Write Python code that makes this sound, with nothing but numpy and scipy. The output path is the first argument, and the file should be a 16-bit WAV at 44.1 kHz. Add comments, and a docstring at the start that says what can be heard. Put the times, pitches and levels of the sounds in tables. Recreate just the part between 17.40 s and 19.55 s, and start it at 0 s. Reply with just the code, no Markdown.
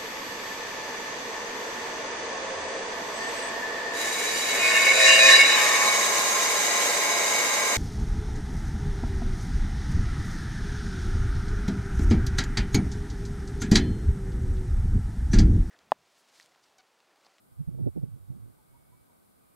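"""Open moorland, with gusts crossing a camera's microphone. Each gust sheds eddies at the ports: a lumpy
low throb whose pitch follows the air speed, over a slow rumble, with turbulent flutter and a bright rip
in the hardest blows, mostly opposite in phase in the two channels. As the wind drops, one far bird gives
a few short low notes and another two plaintive whistles, over a bed of distant air and steady hiss."""
import sys
import numpy as np
from scipy import signal
from scipy.fft import rfft, irfft
from scipy.io import wavfile
from scipy.ndimage import uniform_filter1d

SR = 44100
rng = np.random.default_rng(int(sys.argv[2]) if len(sys.argv) > 2 else 0)


def log_audio(samples):
    """Write samples as a 16-bit WAV file to the path given in sys.argv[1]."""
    # one column per channel
    frames = np.atleast_2d(samples).T
    # limit to full scale, then quantise
    limited = np.clip(frames, -1, 1)
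    pcm = np.round(limited * 32767).astype(np.int16)
    wavfile.write(sys.argv[1], SR, pcm)


N = 94815
TIME = np.arange(N) / SR
BIN_HZ = np.arange(N // 2 + 1) * SR / N + 1   # 1 Hz up keeps the log finite
ANTIPHASE = np.array([[1], [-1]])


def from_db(db):
    """Decibels to gain."""
    return 10 ** (np.asarray(db) / 20)


def unit_rms(x):
    """Scale to rms 1."""
    return x / np.sqrt(np.mean(x ** 2) + 1e-20)


def automation(rows):
    """Each column of a breakpoint curve at every sample."""
    times, *columns = np.transpose(rows)
    return [np.interp(TIME, times, column) for column in columns]


def at_bins(points):
    """A curve over log frequency, read at every spectral bin."""
    hz, value = np.transpose(points)
    return np.interp(np.log(BIN_HZ), np.log(hz), value)


def drift(rate_hz):
    """A smooth random modulator of rms about 1, drawn every 40 samples."""
    pole = np.exp(-2 * np.pi * rate_hz * 40 / SR)
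    slow = signal.lfilter([1], [1, -2 * pole, pole * pole], rng.standard_normal(N // 40 + 2002))[2000:]
    return np.interp(np.arange(N) / 40, np.arange(len(slow)), unit_rms(slow))


def noise(eq, weight=1):
    """Noise shaped by an EQ curve, rolling off steeply beyond its ends."""
    skirts = np.minimum(1, np.minimum(BIN_HZ / eq[0][0], eq[-1][0] / BIN_HZ)) ** 4
    colour = unit_rms(from_db(at_bins(eq)) * skirts)
    return irfft(rfft(rng.standard_normal(N)) * colour * weight, N)


def stereo_noise(eq, correlation):
    """Mid and side noise, balanced for the given left-right correlation."""
    alike = np.clip(at_bins(correlation), -1, 1)
    mid = noise(eq, np.sqrt((1 + alike) / 2))
    side = noise(eq, np.sqrt((1 - alike) / 2))
    return mid + side * ANTIPHASE


def turbulence(eq, window_samples, own_share=0):
    """Levelled antiphase noise for a gust to ride, plus any share each port has to itself."""
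    raw = noise(eq)
    levelled = raw / np.sqrt(uniform_filter1d(raw ** 2, window_samples) + 1e-9)
    return levelled * ANTIPHASE + own_share * np.array([noise(eq), noise(eq)])


def pan(left_db):
    """Channel gains for a level of left relative to right."""
    return from_db([[left_db / 2], [-left_db / 2]])


def tone(hz, left_lead_rad):
    """A stereo sine of rms 1 on a pitch curve, with a phase offset between the channels."""
    phase = 2 * np.pi * np.cumsum(hz) / SR
    return np.sqrt(2) * np.sin(phase + np.array([[left_lead_rad], [0]]))


# EQ of the air bed: (frequency [Hz], relative level [dB])
AIR_EQ = [(20, -7), (60, -3), (130, 4), (220, 3.5), (420, -2.5), (800, -3.5), (1050, -7.5), (1250, -4.5),
          (1400, -12.5), (1520, -8), (1700, -19.5), (2300, -16.5), (2800, -32), (6000, -37)]
# its stereo image: (frequency [Hz], left-right correlation [-1..1])
AIR_IMAGE = [(60, -0.33), (120, -0.51), (240, -0.59), (480, -0.68), (950, -0.66), (1900, -0.14),
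             (3800, 0.05)]


def distant_air():
    """Air moving far over the moor: a wide, dark bed that barely sways."""
    return from_db(-64 + 0.44 * drift(rate_hz=4.5)) * stereo_noise(AIR_EQ, AIR_IMAGE)


# EQ of the hiss: (frequency [Hz], relative level [dB])
HISS_EQ = [(1500, -13), (2800, -7), (3600, -4.5), (4800, -6), (6100, -10.5), (7100, -6), (8200, -1.5),
           (9700, 0), (12000, -1), (14500, -3), (15700, -6.5)]
# its stereo image: (frequency [Hz], left-right correlation [-1..1])
HISS_IMAGE = [(3000, 0.055), (7500, 0.16), (15000, .2)]


def microphone_hiss():
    """The microphone's steady, bright noise floor."""
    return from_db(-70) * stereo_noise(HISS_EQ, HISS_IMAGE)


# Wind automation, ahead of each layer's trim:
# (time [s], throb level [dB], eddy rate [Hz], flutter level [dB])
OPENING_CALM = [(0, -93, 130, -87)]
GUST_RUN = [(0.1, -91, 119.1, -87), (0.122, -49.5, 134.4, -64), (0.148, -68, 95.3, -83),
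            (0.185, -43, 100, -71), (0.207, -28, 146, -50.5), (0.222, -35.5, 174, -60),
            (0.236, -44, 117, -64), (0.265, -59, 94, -84), (0.277, -30.5, 129, -49.5),
            (0.289, -27.5, 192, -44), (0.306, -43, 123.8, -58), (0.345, -33.5, 127, -48),
            (0.372, -40.5, 126.2, -56), (0.4, -29.5, 132.2, -42), (0.42, -31, 168.3, -48),
            (0.437, -23, 119.6, -46.5), (0.449, -32.5, 119.7, -50.5), (0.472, -21.5, 143.3, -27),
            (0.495, -35.5, 99, -45), (0.508, -42.5, 81.3, -69), (0.54, -55, 117.7, -82),
            (0.563, -37, 177.5, -36), (0.579, -29.5, 174, -35.5), (0.606, -37, 140.9, -73),
            (0.622, -39.5, 141.5, -44), (0.638, -21.5, 131, -37.5), (0.654, -44, 105.1, -50),
            (0.685, -40, 154.8, -63), (0.713, -45, 99.9, -71), (0.735, -36.5, 106.1, -71),
            (0.76, -42, 143.4, -56), (0.79, -56, 115.3, -65), (0.812, -43, 102.4, -76),
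            (0.875, -55, 101.3, -69), (0.904, -32, 127.7, -55.5), (0.935, -43.5, 118.5, -53),
            (0.972, -46.5, 196, -57), (0.995, -47, 101.8, -61), (1.03, -42, 116.2, -60),
            (1.085, -49, 114.8, -63), (1.125, -61, 110.6, -67)]
LIGHT_AIR = [(1.17, -69, 120.3, -79), (1.285, -76, 129.4, -83), (1.305, -60, 114.1, -75),
             (1.37, -60.5, 128.3, -79), (1.40, -69, 129.4, -75), (1.43, -61, 141.8, -78),
             (1.48, -66, 130.4, -77), (1.541, -57.5, 127.8, -71), (1.579, -70, 125.8, -70),
             (1.625, -62, 122.6, -77), (1.656, -90, 121.8, -87), (1.801, -88, 131.9, -78),
             (1.96, -78, 149.6, -83), (2.15, -85, 154, -76)]


def wind():
    """Gusts at the ports push one channel as they pull the other, leaning to the right."""
    gust_db, eddy_hz, flutter_db = automation(OPENING_CALM + GUST_RUN + LIGHT_AIR)
    flutter_gain = from_db(flutter_db + 1 + 2.5 * drift(LUMP_RATE_HZ))
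    low_end = eddy_throb(gust_db, eddy_hz) + rumble(gust_db)
    texture = flutter(flutter_gain) + rip(flutter_gain, flutter_db)
    return pan(left_db=-4.5) * (low_end + texture)


LUMP_RATE_HZ, EDDY_WANDER = 88.7, 0.0866


def eddy_throb(gust_db, eddy_hz):
    """Eddies shed at the ports: a low tone at the shedding rate, lumpy in pitch and level."""
    pitch_hz = eddy_hz * (1 + EDDY_WANDER * drift(LUMP_RATE_HZ))
    phase = 2 * np.pi * np.cumsum(pitch_hz) / SR
    gain = from_db(gust_db - 1 + 1.73 * drift(LUMP_RATE_HZ))
    return gain * unit_rms(np.sin(phase)) * ANTIPHASE


# EQ of the rumble: (frequency [Hz], relative level [dB])
RUMBLE_EQ = [(22, -17), (32, -8.5), (48, -8), (68, 4.5), (100, -5.5), (170, -15)]
REFERENCE_GUST_DB, RUMBLE_FOLLOW, RUMBLE_SMOOTH_S = -38, 0.58, 0.051


def rumble(gust_db):
    """A slow pressure swell that follows part of the gusts' smoothed swing."""
    swell_db = uniform_filter1d(gust_db, int(RUMBLE_SMOOTH_S * SR) + 1) - REFERENCE_GUST_DB
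    gain = from_db(-52.5 + RUMBLE_FOLLOW * swell_db)
    return gain * turbulence(RUMBLE_EQ, window_samples=2200, own_share=0.41)


# EQ of the flutter: (frequency [Hz], relative level [dB])
FLUTTER_EQ = [(120, -20), (200, 5.5), (270, 5), (365, 1.5), (460, -8.5), (560, -11), (720, -29), (950, -35),
              (1400, -48)]


def flutter(gain):
    """Turbulent air at the ports flaps in the low mids."""
    return gain * turbulence(FLUTTER_EQ, window_samples=400, own_share=0.058)


# EQ of the rip: (frequency [Hz], relative level [dB])
RIP_EQ = [(280, -18), (380, 8), (550, -6.5), (750, -2.5), (1000, -25), (1500, -51)]
RIP_TRIM_DB, RIP_THRESHOLD_DB, RIP_KNEE_DB = -12, -55, 3.5


def rip(flutter_gain, flutter_db):
    """A bright edge on the flutter, let through a soft gate by the hardest blows."""
    gate = (1 + np.tanh((flutter_db - RIP_THRESHOLD_DB) / RIP_KNEE_DB)) / 2
    return flutter_gain * gate * from_db(RIP_TRIM_DB) * turbulence(RIP_EQ, window_samples=300)


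# Cues for the low calls: (peak time [s], pitch [Hz], level [dB], glide [Hz/s])
CALL_CUES = [(1.196, 880, -72, -300), (1.355, 965, -65.5, 900), (1.537, 992, -68, 900),
             (1.703, 968, -71.5, -3000)]
CALL_HALF_WIDTH_S, CALL_ARCH, CALL_ROUGHNESS = 0.016, 0.04, 0.0243


def calling_bird():
    """Short far notes, each arching and gliding in pitch as it swells and fades."""
    calls = 0
    for peak_s, hz, db, glide in CALL_CUES:
        swell = np.exp(-((TIME - peak_s) / CALL_HALF_WIDTH_S) ** 2)
        bend = CALL_ARCH * (swell - 1) + CALL_ROUGHNESS * drift(rate_hz=120)
        pitch_hz = hz * (1 + bend) + glide * (TIME - peak_s)
        calls += from_db(db) * swell * tone(pitch_hz, left_lead_rad=0.81)
    return calls


# One breakpoint curve per whistle: (time [s], pitch [Hz], level before panning [dB])
WHISTLE_CURVES = [
    [(1.24, 2176, -93), (1.31, 2210, -84), (1.43, 2222, -81), (1.5, 2235, -83), (1.6, 2280, -82),
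     (1.67, 2290, -97)],
    [(2.01, 2530, -90), (2.04, 2476, -87), (2.09, 2405, -92), (2.15, 2416, -86)],
]
WHISTLE_WAVER_DB = 1


def whistling_bird():
    """Thin, slowly gliding whistles, far off to the right and wavering in the wind."""
    whistles = 0
    for curve in WHISTLE_CURVES:
        hz, db = automation(curve)
        gate = (TIME > curve[0][0]) & (TIME < curve[-1][0])
        gain = from_db(db + WHISTLE_WAVER_DB * drift(rate_hz=14.6))
        whistles += gate * gain * tone(hz, left_lead_rad=-1.15)
    return pan(left_db=-4) * whistles


def scene():
    """The mix: a bed of air and hiss, wind up close, birds far behind."""
    return distant_air() + microphone_hiss() + wind() + calling_bird() + whistling_bird()


def record(dry):
    """A steep high cut at 15.7 kHz."""
    return signal.sosfilt(signal.ellip(12, 0.1, 70, 15700, fs=SR, output="sos"), dry)


dry = scene()
out = record(dry)
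log_audio(out)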